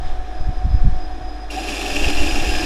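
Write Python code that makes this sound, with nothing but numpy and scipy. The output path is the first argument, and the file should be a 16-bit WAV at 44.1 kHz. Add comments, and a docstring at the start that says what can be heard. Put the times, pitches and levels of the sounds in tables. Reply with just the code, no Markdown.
"""A hum, a whine and a thin ring of the blade in its guides: a benchtop band saw idles close to a mono
microphone, which puffs of air buffet. A wooden block brushes over the table and meets the blade at
1.5 s. The teeth rasp and sing at their passing rate, surging three times a lap of the blade, and
shake the block and the table; now and then the blade chatters in the kerf."""
import sys
import numpy as np
from scipy import signal
from scipy.fft import rfft, irfft
from scipy.io import wavfile

SR = 44100
rng = np.random.default_rng(int(sys.argv[2]) if len(sys.argv) > 2 else 0)


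def master_out(mix):
    """Clip the mix to full scale and print it as 16-bit PCM to the path in sys.argv[1]."""
    frames = np.transpose(np.atleast_2d(mix))
    ceiling = np.clip(frames, -1, 1)
    pcm = np.round(ceiling * 32767).astype(np.int16)
    wavfile.write(sys.argv[1], SR, pcm)


N = 116865
T = np.arange(N) / SR
TEETH, CONTACT_S, CONTACT_RISE_S = 372, 1.498, 0.011
# pressure feeding the block into the blade: t/s, relative level/dB
FEED_PRESSURE = [(1.5, -10.5), (1.579, -4), (1.66, -5), (1.72, -3), (1.83, -2.5), (1.95, -3), (2.06, 1),
                 (2.139, -2), (2.199, -1.5), (2.35, -0.5), (2.45, -.5), (2.65, -.5)]


def amp(db):
    """Decibels to gain."""
    return 10 ** (np.asarray(db) / 20)


def unit(x):
    """Scales to rms 1."""
    return x / np.sqrt(np.mean(abs(x) ** 2) + 1e-20)


def curve(points):
    """Joins (t/s, value) points with straight lines."""
    return np.interp(T, *np.transpose(points))


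def swell(at, length):
    """A smooth rise and fall around a moment."""
    return np.exp(-((T - at) / length) ** 2)


def colour(x, points):
    """Filters by a spectrum (f/Hz, relative level/dB); rms 1."""
    hz, db = np.transpose(points)
    f = np.fft.rfftfreq(N, 1 / SR)
    gain = amp(np.interp(np.log(f + 1), np.log(hz + 1), db))
    return unit(irfft(rfft(x) * gain, N))


def ring(x, hz, width):
    """A steep-sided resonance; rms 1."""
    f = np.fft.rfftfreq(N, 1 / SR)
    return unit(irfft(rfft(x) / (1 + 1j * (f - hz) / width) ** 2, N))


def tone(hz, unsteady, width_hz):
    """A tone whose strength and phase wander, from pure (unsteady 0) to narrow noise (1); rms 1."""
    f = np.fft.fftfreq(N, 1 / SR)
    a, b = rng.standard_normal((2, N))
    wander = unit(np.fft.ifft((a + 1j * b) / (1 + (f / width_hz) ** 2) ** 1.47))
    carrier = np.exp(2j * np.pi * np.cumsum(hz * np.ones(N)) / SR)
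    return unit(((np.sqrt(1 - unsteady ** 2) + unsteady * wander) * carrier).real)


def idle():
    """Motor hum, wheel whine that sags under load and the blade rubbing its guides, over a whirr."""
    # hum and high tones of the machine: f/Hz, level/dB, unsteadiness/0-1, width/Hz
    motor_tones = [(49.4, -31, 0, 10), (300.4, -49, 0.54, 2.7), (365, -51, 0, 13), (4220, -63.5, 0.9, 100),
                   (5470, -66, 1, 90), (9630, -77, 1, 200), (10070, -82, 0.95, 90), (11660, -82, 0.93, 120)]
    # ring of the blade in its guides: t/s, level/dB
    guide_levels = [(0, -56), (.11, -52.5), (.19, -79), (.28, -66), (.34, -54), (.68, -57), (.75, -47.5),
                    (.88, -65), (.97, -49.5), (1.05, -50.5), (1.2, -58.5), (1.36, -49.5), (1.48, -56),
                    (2.65, -44)]
    # whirr of air and bearings: f/Hz, relative level/dB
    whirr_spectrum = [(110, -15), (175, -16), (240, -6), (330, -1), (400, -7), (450, -7), (540, -9.5),
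                      (620, -3.5), (720, -1.5), (790, -3.5), (880, -11), (1000, -12), (1220, -11),
                      (1450, -15), (1680, -9.5), (1850, -14), (2000, -19.5), (2550, -17.5), (2800, -23),
                      (3080, -22), (3500, -18.5), (3900, -21.5), (4250, -29), (4400, -42), (4750, -24.5),
                      (5150, -26), (6200, -29.5), (7300, -35), (8800, -38.5), (9700, -39.5), (10500, -45),
                      (13500, -51), (15700, -51)]
    hum = sum(amp(db) * tone(hz, unsteady, width) for hz, db, unsteady, width in motor_tones)
    times, feed_db = np.transpose(FEED_PRESSURE)
    load = np.interp(T, times, amp(feed_db), left=0)
    whine = amp(-38.5) * tone(hz=738.5 - 6.09 * load, unsteady=.33, width_hz=35)
    guides = amp(curve(guide_levels)) * tone(hz=4993, unsteady=.6, width_hz=45)
    whirr = amp(-39) * colour(rng.standard_normal(N), whirr_spectrum)
    return hum + whine + guides + whirr


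def air():
    """A lumpy draught and sharper puffs of eddying air press on the close microphone."""
    # draught at the microphone: t/s, level/dB
    draught_levels = [(0, -20), (.2, -17), (.34, -26.5), (.42, -17.5), (.6, -15.5), (.78, -3.5),
                      (.95, -19.5), (1.15, -20), (1.3, -28), (1.55, -30), (1.7, -34), (1.88, -32.5),
                      (2.03, -9.5), (2.13, -20.5), (2.2, -10.5), (2.45, -18.5), (2.55, -18.5), (2.65, -33)]
    # its rumble: f/Hz, relative level/dB
    draught_spectrum = [(3, -13.5), (10, 16), (25, -4), (50, -11.5), (90, -22.5), (160, -36), (400, -99)]
    # puffs of air: t/s, length/s, level/dB
    puffs = [(.05, 0.035, -31.5), (0.416, 0.026, -25.5), (0.493, 0.017, -16.5), (0.662, 0.018, -12.5),
             (0.708, 0.0072, -13.5), (0.747, 0.012, -11), (0.851, 0.019, -16.5), (0.878, 0.019, -8.5),
             (.92, .008, -16), (0.965, 0.017, -26), (1.042, 0.014, -28), (1.212, 0.017, -29.5),
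             (1.926, 0.011, -26), (2.073, 0.011, -14.5), (2.21, 0.017, -27.5), (2.418, 0.0071, -20),
             (2.48, 0.039, -24.5), (2.63, 0.063, -24.5)]
    # their thud: f/Hz, relative level/dB
    puff_spectrum = [(15, -20), (45, 4), (80, -3.5), (150, -13), (230, -21), (350, -44.5), (700, -87)]
    draught = amp(curve(draught_levels)) * colour(rng.standard_normal(N), draught_spectrum)
    buffeting = sum(amp(db) * swell(at, length) for at, length, db in puffs)
    return draught + buffeting * colour(rng.standard_normal(N), puff_spectrum)


def slide():
    """The block brushes over the metal table on its way to the blade."""
    # push of the block: t/s, length/s, level/dB
    pushes = [(0.084, 0.096, -44)]
    # wood rubbing on metal: f/Hz, relative level/dB
    friction_spectrum = [(300, 3), (900, 5), (2600, -6), (3500, 0), (4600, -12), (7000, -15), (10000, -27),
                         (15000, -34)]
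    motion = sum(amp(db) * swell(at, length) for at, length, db in pushes)
    return motion * colour(rng.standard_normal(N), friction_spectrum)


def chatter():
    """Single modes of the blade flare up in the kerf."""
    # flares: t/s, length/s, f/Hz, width/Hz, level/dB
    flares = [(1.508, .008, 10750, 250, -47), (1.68, .17, 10800, 260, -53), (1.59, .028, 757, 30, -29),
              (1.93, .07, 596, 20, -41), (2.21, .05, 593, 20, -34), (2.55, .09, 1623, 35, -37),
              (2.55, .09, 1735, 35, -38), (2.362, .008, 5050, 150, -30), (2.57, .14, 5080, 170, -36)]
    return sum(amp(db) * swell(at, length) * tone(hz, unsteady=1, width_hz=width)
               for at, length, hz, width, db in flares)


def strikes(teeth_passed):
    """A click and a spurt of tearing per tooth: each tooth keeps its own bite, each chip its size."""
    tooth = teeth_passed.astype(int)
    bite_db = 2 * rng.standard_normal(TEETH)[tooth % TEETH]
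    chip_db = 1.8 * rng.standard_normal(N)[tooth]
    size = amp(bite_db + chip_db)
    clicks = np.diff(tooth, prepend=0) * (size - size.mean())
    spurts = .5 + np.exp(-(teeth_passed % 1) / 1.04)
    return clicks, size * spurts * rng.standard_normal(N)


def shaking(clicks, tearing, feed_db):
    """The strikes shake the block and ring block, table and blade, louder with a harder feed."""
    # dull thrum of the block: f/Hz, relative level/dB
    thrum_spectrum = [(120, -12), (170, -15.5), (197, -1.5), (240, -3), (300, -5), (350, -1), (410, 1),
                      (470, -7), (510, -2.5), (550, -9.5), (680, -4), (790, -4.5), (860, -9), (920, -15.5),
                      (1300, -20), (2500, -63)]
    # modes of block, table and blade: f/Hz, width/Hz, level/dB at 0 dB feed
    modes = [(294.3, 17, -32.5), (323.9, 11.4, -35), (418.5, 23, -48.5), (595.8, 11, -43), (735, 4.3, -43),
             (780, 63, -42), (838, 16, -49.5), (1130, 25, -57), (1649, 20, -44.5), (1773, 93, -43.5),
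             (3180, 130, -45.5), (3524, 83, -44), (3830, 60, -46), (4146, 69, -46), (4967, 37, -41),
             (5595, 80, -43.5), (7280, 100, -51.5), (10700, 150, -55.5), (12500, 230, -60)]
    thrum = amp(-29 + 1.36 * feed_db) * colour(clicks, thrum_spectrum)
    force = unit(clicks) + 0.75 * unit(tearing)
    ringing = sum(amp(db) * ring(force, hz, width) for hz, width, db in modes)
    return thrum + amp(0.69 * feed_db) * ringing


def tooth_song(tooth_hz):
    """The teeth sing at their passing rate, with side tones from the blade's flutter."""
    # tones around the passing rate: offset/Hz, unsteadiness/0-1, width/Hz
    partials = [(0, .65, 45), (-170, .6, 35), (-280, 1, 150), (0, 1, 380)]
    # strength of each tone: relative level/dB
    levels = [-34.5, -38.5, -39.5, -36.5]
    return sum(amp(db) * tone(tooth_hz + offset, unsteady, width)
               for (offset, unsteady, width), db in zip(partials, levels))


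def cut():
    """Teeth tear the wood, shake it and sing; the blade surges three times a lap."""
    # passing rate of the teeth: t/s, f/Hz
    tooth_rate = [(1.5, 2768), (1.57, 2755), (1.66, 2726), (1.83, 2722), (1.95, 2738), (2.3, 2742),
                  (2.5, 2732), (2.65, 2742)]
    # the teeth grab harder: t/s, length/s, boost of the song/dB
    grabs = [(1.504, 0.013, 11.5), (1.69, 0.0095, 6), (1.745, 0.0057, 5), (1.818, 0.004, 6.5),
             (1.863, 0.0044, 4), (1.905, 0.0096, 7.5), (1.968, .009, 13), (2.043, 0.014, 6.5),
             (2.081, 0.0087, 4.5), (2.105, 0.0071, 9), (2.137, .004, 2), (2.173, .005, 7),
             (2.19, 0.013, 5.5), (2.242, 0.0077, 9), (2.277, 0.0079, 5.5), (2.313, 0.0048, 9.5),
             (2.38, 0.0018, 16), (2.443, 0.006, 1), (2.47, 0.0034, 9), (2.555, 0.0035, 8.5),
             (2.642, .006, 3)]
    # rasp as the teeth reach more of the block's height: t/s, relative level/dB
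    engagement = [(1.5, -8), (1.53, -7), (1.665, -5.5), (1.695, -2), (1.85, -1.5), (2.05, 1.5), (2.14, 0),
                  (2.22, .5), (2.4, -0.2), (2.65, 0)]
    # tearing fibres: f/Hz, relative level/dB
    rasp_spectrum = [(500, -32), (900, -11), (1150, -10.5), (1400, -10.5), (1700, -8.5), (2130, -12),
                     (2300, -5.5), (2600, -4.5), (2900, -6.5), (3500, -9.5), (3750, -14), (4500, -11.5),
                     (5200, -9), (6050, -14.5), (7100, -12.5), (7700, -17.5), (8400, -18.5), (8850, -22.5),
                     (9600, -20.5), (11500, -24.5), (12700, -29.5), (14000, -32), (15600, -37)]
    feed_db, tooth_hz = curve(FEED_PRESSURE), curve(tooth_rate)
    teeth_passed = np.cumsum(tooth_hz) / SR
    laps = (teeth_passed - np.interp(CONTACT_S, T, teeth_passed)) / TEETH
    surge_db = 3.4 * np.cos(2 * np.pi * 3 * (laps - 0.028))
    grab_db = surge_db + sum(db * swell(at, length) for at, length, db in grabs)
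    clicks, tearing = strikes(teeth_passed)
    rasp = amp(-30 + curve(engagement) + .13 * grab_db) * colour(tearing, rasp_spectrum)
    song = amp(1.4 * feed_db + grab_db) * tooth_song(tooth_hz)
    return rasp + shaking(clicks, tearing, feed_db) + song


def scene():
    """The saw, the block and the stirred air, heard close up at the bench."""
    contact = np.clip((T - CONTACT_S) / CONTACT_RISE_S, 0, 1)
    return (idle() + slide() + contact * (cut() + chatter()) + air())[None]


def record(dry):
    """The microphone's signal loses its highest treble in a steep low-pass."""
    lowpass = signal.firwin(511, cutoff=15700, window=("kaiser", 9), fs=SR)
    return signal.oaconvolve(dry, lowpass[None], "same")


dry = scene()
out = record(dry)
master_out(out)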